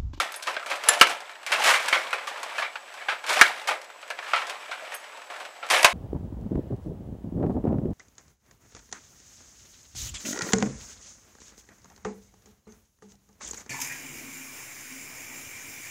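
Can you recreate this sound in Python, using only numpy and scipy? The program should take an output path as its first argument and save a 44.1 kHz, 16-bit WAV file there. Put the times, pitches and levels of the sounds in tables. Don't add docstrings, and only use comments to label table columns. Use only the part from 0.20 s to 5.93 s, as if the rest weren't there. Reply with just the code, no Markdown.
import sys
import numpy as np
from scipy import signal
from scipy.fft import rfft, irfft
from scipy.io import wavfile
from scipy.ndimage import uniform_filter1d

SR = 44100
rng = np.random.default_rng(int(sys.argv[2]) if len(sys.argv) > 2 else 0)


def level_to_linear(level):
    exponent = np.asarray(level, float) / 20
    return 10 ** exponent


def store_wav(level_fs):
    pcm = np.round(np.clip(np.atleast_2d(level_fs), -1, 1) * 32767)
    wavfile.write(sys.argv[1], SR, pcm.T.astype(np.int16))


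N = 252693


def rms_one(x):
    return x / np.sqrt(np.mean(x ** 2) + 1e-20)


def shaped(x, points):
    points_hz, points_db = np.transpose(points)
    grid_hz = np.clip(np.arange(2049) * SR / 4096, 1, 14800)
    level_db = np.interp(np.log(grid_hz), np.log(points_hz), np.maximum(points_db, -70))
    cepstrum = irfft(np.log(level_to_linear(level_db)))
    cepstrum[1:2048] *= 2
    cepstrum[2049:] = 0
    impulse = irfft(np.exp(rfft(cepstrum)))
    return signal.fftconvolve(x, impulse)[:len(x)]


def ring(x, hz, t60_s):
    r, w = level_to_linear(-60 / (t60_s * SR)), 2 * np.pi * hz / SR
    return signal.lfilter([0, np.sin(w)], [1, -2 * r * np.cos(w), r * r], x + 1e-18)


def rattled(times_s, level_db, hz, t60_s):
    t = np.arange(SR // 4) / SR
    out = np.zeros(N + len(t))
    for s, gain in zip(times_s, np.atleast_1d(level_to_linear(level_db))):
        contact = level_to_linear(-60 * t / 0.01) * rng.standard_normal(len(t)) / 6
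        at = int(s * SR)
        out[at:at + len(t)] += gain * ring(contact, hz, t60_s)
    return out[:N]


def grit(shape, per_s, spread_db):
    sizes = level_to_linear(spread_db * np.minimum(rng.exponential(1, shape), 4))
    sizes = sizes * rng.choice([-1, 1], shape)
    return rms_one(sizes * (rng.random(shape) < per_s / SR))


def thirds(x):
    thud_hz, snap_hz = 900, 4000
    cuts = [(thud_hz, "low"), ([thud_hz, snap_hz], "band"), (snap_hz, "high")]
    filters = [signal.butter(2, hz, kind, fs=SR, output="sos") for hz, kind in cuts]
    return np.array([signal.sosfilt(sos, v) for sos, v in zip(filters, x)])


def rink(force, ring_db):
    # (frequency [Hz], width [Hz], level [dB])
    resonances = [(557, 56, -20), (860, 26, -26.5), (1390, 110, -20), (1660, 300, -23.5), (2300, 250, -27),
                  (3990, 17, -58.5), (4620, 26, -66), (5100, 270, -33)]
    # (frequency [Hz], level [dB])
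    colour = [(88, -51.5), (150, -41.5), (297, -9.5), (555, 8), (1140, 7.5), (1660, 7), (1940, 7.5),
              (2310, 8), (4230, 0), (9240, -8), (10600, -12), (14800, -21.5), (16000, -31)]
    out = force
    for hz, width_hz, level_db in resonances:
        r, w = np.exp(-np.pi * width_hz / SR), 2 * np.pi * hz / SR
        gain = (1 - r * r) / 2
        peak = signal.lfilter([gain, 0, -gain], [1, -2 * r * np.cos(w), r * r], force)
        out = out + level_to_linear(ring_db + 1.01 * level_db) * peak
    return shaped(out, colour)


def background():
    # (frequency [Hz], density [dB per Hz])
    hush_points = [(15, -74), (25, -18.5), (161, -25), (694, -2), (935, -4.5), (1890, -16), (5720, -16.5),
                   (7900, -17.5), (9300, -28.5), (14700, -28), (16000, -41.5)]
    # (offset from main line [frame rates], level [dB])
    whine_lines = [(-6, -79), (-5, -77), (-4, -76), (-3, -78), (-2, -77), (-1, -71), (0, -65), (1, -67.5),
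                   (2, -75), (3, -78), (4, -79)]
    whine_hz, frame_hz = 7837.3, 59.85
    t = np.arange(N) / SR
    out = level_to_linear(-54) * rms_one(shaped(rng.standard_normal(N), hush_points))
    for step, level_db in whine_lines:
        phase = 2 * np.pi * (whine_hz + frame_hz * step) * t + step ** 2
        out = out + level_to_linear(level_db + 1.3) * np.sin(phase)
    return out


def room(x):
    t60_s = 0.29
    t = np.arange(SR // 2) / SR
    dull, bright = rng.standard_normal((2, len(t)))
    dull = signal.lfilter([.3], [1, -.7], dull) * level_to_linear(-60 * t / t60_s)
    bright = 0.6 * bright * level_to_linear(-60 * t / (0.66 * t60_s))
    tail = (dull + bright) * (t > .006)
    return signal.fftconvolve(x, tail / np.sqrt(np.sum(tail ** 2)))[:N]


def ticks():
    # (time [s], peak [dB], note [Hz], t60 [s])
    tick_events = [(.791, -33, 8200, .015), (.895, -32, 7800, .02), (1.402, -34, 6100, .04),
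                   (1.439, -28, 7000, .03), (1.44, -34, 12200, .015), (1.659, -34, 8000, .015),
                   (1.684, -30, 8300, .02), (1.909, -38, 7700, .015), (2.231, -35, 6500, .03),
                   (5.501, -28, 9000, .015), (5.522, -21, 9500, .008), (5.527, -30, 11500, .008),
                   (5.556, -24, 10500, .008), (5.56, -26, 8500, .01), (5.585, -27, 10000, .008),
                   (5.612, -32, 10000, .03), (5.622, -27, 10500, .008), (5.646, -16, 14500, .008)]
    out = np.zeros(N)
    for s, peak_db, hz, t60_s in tick_events:
        for ratio in (1, 1.045):
            out += rattled([s], peak_db, hz * ratio, t60_s)
    return out


def rods():
    # (time [s], peak [dB], best excited pitch [Hz], fall away from it [dB per octave])
    ping_events = [
        (.1211, -38, 8700, 4),
        (.1605, -29, 9800, 25),
        (.1794, -45, 8700, 30),
        (.1994, -56, 10650, 10),
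        (4.7416, -32, 9000, 20),
        (4.7474, -28, 10500, 20),
        (4.7644, -35, 7600, 23),
        (4.7994, -51, 9300, 30),
    ]
    # (frequency [Hz], level [dB], t60 [s])
    loose_modes = [(6450, -1, 0.22), (8400, -1, .04), (8700, -2, .07), (9020, -11, 0.062), (9900, -6, .09),
                   (9800, -4, .1), (10010, -7, 0.15), (11100, -8, .06), (12500, 1, .08), (14200, -3, .05),
                   (14700, 2, .04)]
    # (time [s], peak [dB])
    rod_hits = [
        (0.6866, -17),
        (0.6908, -17),
        (0.7352, -44),
    ]
    # (frequency [Hz], level [dB], t60 [s])
    struck_modes = [(5110, -15, 0.18), (6350, -4, 0.047), (7263, -1, 0.14), (7800, -9, 0.07),
                    (9530, -7, 0.0443), (10489, 11, 0.03), (11850, -7, 0.036), (12610, -29, 0.076)]
    ping_s, ping_db, best_hz, fall_db = np.array(ping_events).T
    hit_s, hit_db = np.array(rod_hits).T
    out = np.zeros(N)
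    for hz, level_db, t60_s in loose_modes:
        mode_db = ping_db + level_db - fall_db * abs(np.log2(hz / best_hz))
        out += rattled(ping_s, mode_db - 2, hz, .5 * t60_s)
    for hz, level_db, t60_s in struck_modes:
        out += rattled(hit_s, hit_db + level_db + 4, hz, .35 * t60_s)
    return out


def boards():
    # ((time [s], peak [dB]), modes (frequency [Hz], level [dB],
    # t60 [s]))
    board_hits = [
        ((.812, -9), [(990, 10, 0.06), (1340, 12, 0.053), (1680, 15, 0.052), (2370, 9, 0.056), (2770, 16, 0.06), (3100, 10, .04)]),
        ((3.2122, -3), [(1390, 4, 0.3), (1660, 4, 0.25), (1520, -1, .25), (1825, 2, .1), (2250, 11, 0.06), (2840, -6, 0.15), (3900, -6, 0.06)]),
        ((5.6452, -10), [(1030, 8, 0.12), (1570, -2, 0.2), (1970, 2, .2), (2560, 10, .06), (2300, 1, .15), (5650, 4, 0.04)]),
        ((1.727, -16), [(818, -5, .2), (1370, 0, .2), (2170, 4, .2), (2380, 3, .15), (3100, -3, .15)]),
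        ((1.929, -22), [(1460, -4, .1), (1940, -4, .1), (2510, 3, .12), (3380, -8, .1)]),
        ((2.885, -22), [(807, 0, .15), (1600, 0, .1), (2250, 4, .08), (3150, -4, .12)]),
        ((3.484, -24), [(1260, 0, .2), (1860, -2, .15), (3030, 2, .08)]),
        ((1.325, -20), [(1100, -2, .15), (2300, 0, .15), (3100, 0, .12)]),
                  ((.273, -26), [(620, 0, .2), (1250, 0, .2), (1850, -2, .15), (2500, -5, .12)]),
        ((.367, -29), [(620, -3, .15), (1560, 2, .2), (2300, -4, .1)]),
        ((.515, -31), [(630, 0, .2), (1300, -2, .15), (1700, -1, .15)]),
        ((2.075, -33), [(1150, 0, .2), (2400, -2, .15), (3400, -3, .1)]),
        ((2.382, -28), [(1250, 0, .12), (1750, -1, .12), (2500, 0, .12)]),
        ((2.421, -27), [(1200, 0, .15), (2320, 1, .15)]),
        ((4.135, -24), [(700, -2, .2), (1100, -1, .2), (1450, 0, .15), (2350, 0, .2)]),
    ]
    out = np.zeros(N)
    for (s, peak_db), modes in board_hits:
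        for hz, level_db, t60_s in modes:
            out += rattled([s], peak_db + level_db, hz, min(0.31 * t60_s, .15))
    return out


def effort():
    # (time at full speed [s], speeding up [s], kept [s], scrape [dB], rumble [dB re scrape])
    strokes = [(0, .01, 0.016, -28, -13), (.28, 0.034, 0.022, -33.5, -4.5), (0.501, 0.11, 0.03, -36, -0.5),
               (.7, .1, 0.016, -25.5, -2.5), (.9, 0.34, 0.011, -27.5, -5.5), (1.0, .05, .12, -45, -5.5),
               (1.299, 0.03, 0.09, -32.5, -5.5), (1.496, 0.16, 0.0078, -16.5, -16.5),
               (1.602, 0.057, .19, -32, -9), (1.8, .05, .08, -38, -9), (2.0, .15, .3, -41.5, -5),
               (2.4, 0.26, 0.016, -35.5, -8), (2.8, 0.4, .03, -44.5, -12), (2.9, 0.056, .01, -36, -15.5),
               (3.101, 0.075, 0.18, -26, -11), (3.35, 0.067, 0.073, -36, -14),
               (3.496, 0.052, 0.0065, -30, 1.5), (4.1, 0.23, .01, -37, -21), (4.15, .05, 0.073, -37.5, -24),
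               (4.3, 0.054, .44, -43.5, -9.5), (4.8, 0.054, .2, -51, -4), (5.11, 0.02, .11, -43, -3),
               (5.44, 0.02, .05, -49, 2.5), (5.512, 0.017, 0.061, -21, -7), (5.7, 0.21, 0.0045, -28.5, -29)]
    start_db, coast_db_s = -21.5, 168
    idle_db, idle_rumble_db = -49.5, -5.5
    hiss_db, hiss_per_db = -10.5, 0.1956
    t = np.arange(N) / SR
    scrape, rumble = level_to_linear(2 * idle_db), level_to_linear(2 * (idle_db + idle_rumble_db))
    for s, rise_s, kept_s, level_db, rumble_db in strokes:
        shape_db = start_db * np.maximum(s - t, 0) / max(rise_s, .005)
        shape_db = shape_db - coast_db_s * np.maximum(t - s - kept_s, 0)
        power = level_to_linear(2 * np.maximum(level_db + shape_db, -150))
        scrape = scrape + power
        rumble = rumble + power * level_to_linear(2 * rumble_db)
    rumble_db, scrape_db = 10 * np.log10([rumble, scrape])
    hiss = scrape_db + hiss_db + hiss_per_db * (scrape_db + 35.5)
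    return np.array([rumble_db, scrape_db - 3, hiss])


def sliding():
    level_db = effort()
    lumps = signal.lfilter([1], [1, -.995], rng.standard_normal((3, N)))
    lumps_db = 1.5 * rms_one(lumps[1] + .5 * lumps)
    contacts = thirds(grit((3, N), per_s=4200, spread_db=-0.5))
    bands = [rms_one(rink(band, ring_db=13)) for band in contacts]
    friction = np.sum(bands * level_to_linear(level_db + lumps_db), axis=0)
    taps = grit(N, per_s=420, spread_db=3.8)
    dealt = rng.integers(0, 24, N)
    notes = np.zeros(N)
    for k, hz in enumerate(np.geomspace(650, 3800, 24)):
        notes += ring(taps * (dealt == k), hz, 42.0 / hz)
    return friction + .9 * rms_one(notes) * level_to_linear(level_db[1] - 0.5)


def of_kind(events, thud_db, t60_s):
    return [(s, peak_db, thud_db, snap_db, note_hz, t60_s) for s, peak_db, snap_db, note_hz in events]


def blows(events, rise_s, tick):
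    # (ratio to its note, level [dB])
    overtones = [(1.027, -30.5), (1.75, -42), (0.579, -46)]
    rise_shares = [
        [3.0],
        [1.2],
        [.6],
    ]
    t = np.arange(SR // 4) / SR
    rise = np.minimum(t / (rise_s * np.array(rise_shares)), 1)
    first = tick * level_to_linear(-60 * t / 0.0009)
    chatter = grit((len(events), 3, len(t)), per_s=7700, spread_db=3.5)
    force = np.zeros((3, N + len(t)))
    for (s, peak_db, thud_db, snap_db, note_hz, t60_s), contacts in zip(events, chatter):
        band_t60_s = np.clip(t60_s, .01, .5) * np.array([[1.3], [1.0], [.8]])
        burst = contacts * (level_to_linear(-60 * t / band_t60_s) + first) * rise
        burst[1] += sum(level_to_linear(level_db) * ring(burst[1], ratio * note_hz, .021) for ratio, level_db in overtones)
        soft = np.clip(.1 - 0.013 * snap_db, 0, .85)
        burst[2] = signal.lfilter([np.sqrt(1 - soft ** 2)], [1, -soft], burst[2])
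        band_db = np.array([[thud_db - 3], [-6], [snap_db + 6]])
        at = round(s * SR)
        force[:, at:at + len(t)] += burst * level_to_linear(peak_db + band_db)
    return rink(thirds(force[:, :N]).sum(axis=0), ring_db=12)


def sharp_contacts():
    # (time [s], peak [dB], snap [dB re peak], note [Hz])
    stops = [(0, -13.5, -9.5, 1320), (.12, -42.5, 5, 1370), (.3418, -25.5, -14, 1830),
             (.614, -36, -18, 1000), (.637, -23.5, -7.5, 1850), (1.0044, -29.5, -8, 1060),
             (2.2303, -24, -7.5, 1060), (3.04, -23.5, -18, 1040), (3.8152, -47, 3, 1910),
             (3.8276, -29.5, -25, 868.3), (3.8771, -35, -8, 837), (3.9029, -17.5, -16, 1690),
             (3.988, -22.5, -24, 1080), (4.7402, -30, -21, 776), (4.9717, -39, -9, 1160),
             (5.0175, -34.5, -19, 1050), (5.251, -28, -13.5, 766)]
    jolts = [
        (.141, -31.5, -5.5, 1840),
        (1.929, -19.5, -15, 2540),
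        (3.0924, -16.5, -8.5, 990),
        (4.0248, -32, -17, 1940),
        (4.2692, -27.5, -12.5, 1010),
        (4.7198, -30, -12, 1890),
        (5.1004, -30, -16.5, 1150),
        (5.4278, -27.5, -34, 1370),
        (5.501, -18, -3, 1920),
    ]
    clacks = [(.1984, -38, -10, 1370), (.3651, -17.5, -32, 1570), (.3954, -28, -22, 1460),
              (.4275, -29.5, -19, 1370), (.8699, -13, -8.5, 1530), (1.0941, -28.5, -15, 2370),
              (1.113, -35, -11, 1800), (1.1535, -31, -18, 1860), (1.2301, -31, -12, 2960),
              (1.398, -35, -3, 2080), (1.4202, -14.5, -15, 1140), (1.6832, -15.5, -5, 1690),
              (2.1588, -30, -24, 1070), (2.5559, -22, -24, 1614), (2.668, -54, -13, 1830),
              (2.7386, -37, -6, 1060), (3.0644, -29.5, -1.5, 1090), (3.415, -32, -12, 2000),
              (3.6154, -34.5, -5.5, 2090), (3.6426, -36, -4.5, 1000), (3.7, -31, -17, 1520),
              (4.3545, -29.5, -27, 1160), (4.3954, -44, -22.5, 1110), (4.609, -34, -21, 1660),
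              (4.9191, -36, -20, 1140)]
    wobbles = [(.2245, -33, 1, 1580), (.4609, -27.5, -8.5, 2360), (.5544, -26, -11, 840),
               (.8944, -22.5, -4.5, 1310), (1.264, -20.5, -9, 2380), (1.439, -15.5, -4.5, 1390),
               (1.8779, -36, -16, 1280), (1.906, -27, -16, 2430), (1.9826, -28, -22, 1150),
               (2.347, -28.5, -28, 2310), (2.808, -30.5, -30, 2260), (3.165, -19, -14, 1590),
               (4.133, -10.5, -26, 1360), (4.5135, -20, -23, 1500), (4.742, -47, 3, 2400),
               (5.16, -45, -3, 1500), (.79, -38, 3, 2490), (3.13, -24, -2, 1690), (2.016, -41, -14, 620)]
    shots = [
        (.6862, -7.5, -6.5, 1730),
        (.812, 5, -12, 1308),
        (3.2121, 3, -10.5, 1660),
        (5.6452, 2, -8, 1030),
    ]
    touches = [
        (.263, -31, -22, 1320),
        (.798, -28, 4.5, 2960),
        (3.192, -10.5, -15, 1290),
        (5.63, -13, -4, 1960),
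        (1.659, -28, -2, 1500),
        (5.489, -31, -10, 1900),
        (5.465, -35, -4, 1900),
        (.824, -4, -10, 1700),
        (5.674, -14, -20, 2200),
    ]
    events = of_kind(stops, thud_db=-4, t60_s=0.081) + of_kind(jolts, thud_db=-1.6, t60_s=0.19)
    events += of_kind(clacks, thud_db=-13.5, t60_s=0.076) + of_kind(wobbles, thud_db=-21, t60_s=0.15)
    events += of_kind(shots, thud_db=-11, t60_s=0.092) + of_kind(touches, thud_db=-9, t60_s=0.051)
    return blows(events, rise_s=0.00021, tick=0.26)


def building_contacts():
    # (time [s], peak [dB], snap [dB re peak], note [Hz])
    shoves = [(.2695, -15, -17.5, 1266), (.5112, -14.5, -27, 1254), (.733, -17, -8, 1550),
              (1.458, -10, -10, 2300), (1.471, -8, -10, 2200), (1.499, -12, -14, 2000),
              (1.33, -15, -14, 2900), (3.505, -16, -22, 1260), (2.914, -22, -24, 1800),
              (1.75, -14, -22, 1500), (4.0651, -28, -29, 1970), (4.2144, -22, -29, 1880),
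              (4.2948, -22, -10.5, 716), (5.2, -29, -13, 724), (5.54, -11, -12, 2170),
              (3.4855, -10, -24, 1470)]
    spins = [(.4988, -24, -8.5, 1550), (1.3175, -9.5, -13, 2730), (1.5369, -12.5, -13.5, 2320),
             (1.7255, -9, -18.5, 2190), (2.0702, -24, -12, 1190), (2.2901, -26.5, -27, 1150),
             (2.3794, -19, -17, 1730), (2.419, -18.5, -37, 2320), (2.884, -15, -27, 1600),
             (3.4725, -17, -7, 2370), (4.1587, -16, -21, 1073), (4.8377, -34.5, -15, 1150)]
    events = of_kind(shoves, thud_db=-2.5, t60_s=.12) + of_kind(spins, thud_db=-16.5, t60_s=0.22)
    return blows(events, rise_s=0.0034, tick=.05)


def scene():
    game = ticks() + rods() + boards() + sliding() + building_contacts() + sharp_contacts()
    no_bass = signal.butter(3, 230, "high", fs=SR, output="sos")
    game = signal.sosfilt(no_bass, game)
    return (game + level_to_linear(-14.5) * room(game) + background())[None]


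def gain_control(x):
    knee_db, slope, recover_db_s, attack_s = -18, 0.2, 24, 0.0057
    ramp_db = recover_db_s * np.arange(N) / SR
    level_db = 10 * np.log10(uniform_filter1d(x ** 2, 256) + 1e-12)
    held_db = np.maximum.accumulate(level_db + ramp_db, axis=-1) - ramp_db
    r = np.exp(-1 / (attack_s * SR))
    cut_db = signal.lfilter([1 - r], [1, -r], slope * np.maximum(held_db - knee_db, 0))
    return x * level_to_linear(-cut_db)


def top_cut(x):
    return signal.sosfilt(signal.butter(12, 16110, fs=SR, output="sos"), x)


def record(dry):
    rail = .83
    top = signal.cheby2(12, 60, 16050, fs=SR, output="sos")
    bass = signal.butter(1, 170, "high", fs=SR, output="sos")
    clipped = np.clip(gain_control(dry), -rail, rail)
    mix = signal.sosfilt(np.r_[top, bass], clipped)
    return top_cut(mix)


dry = scene()
out = record(dry)
store_wav(out)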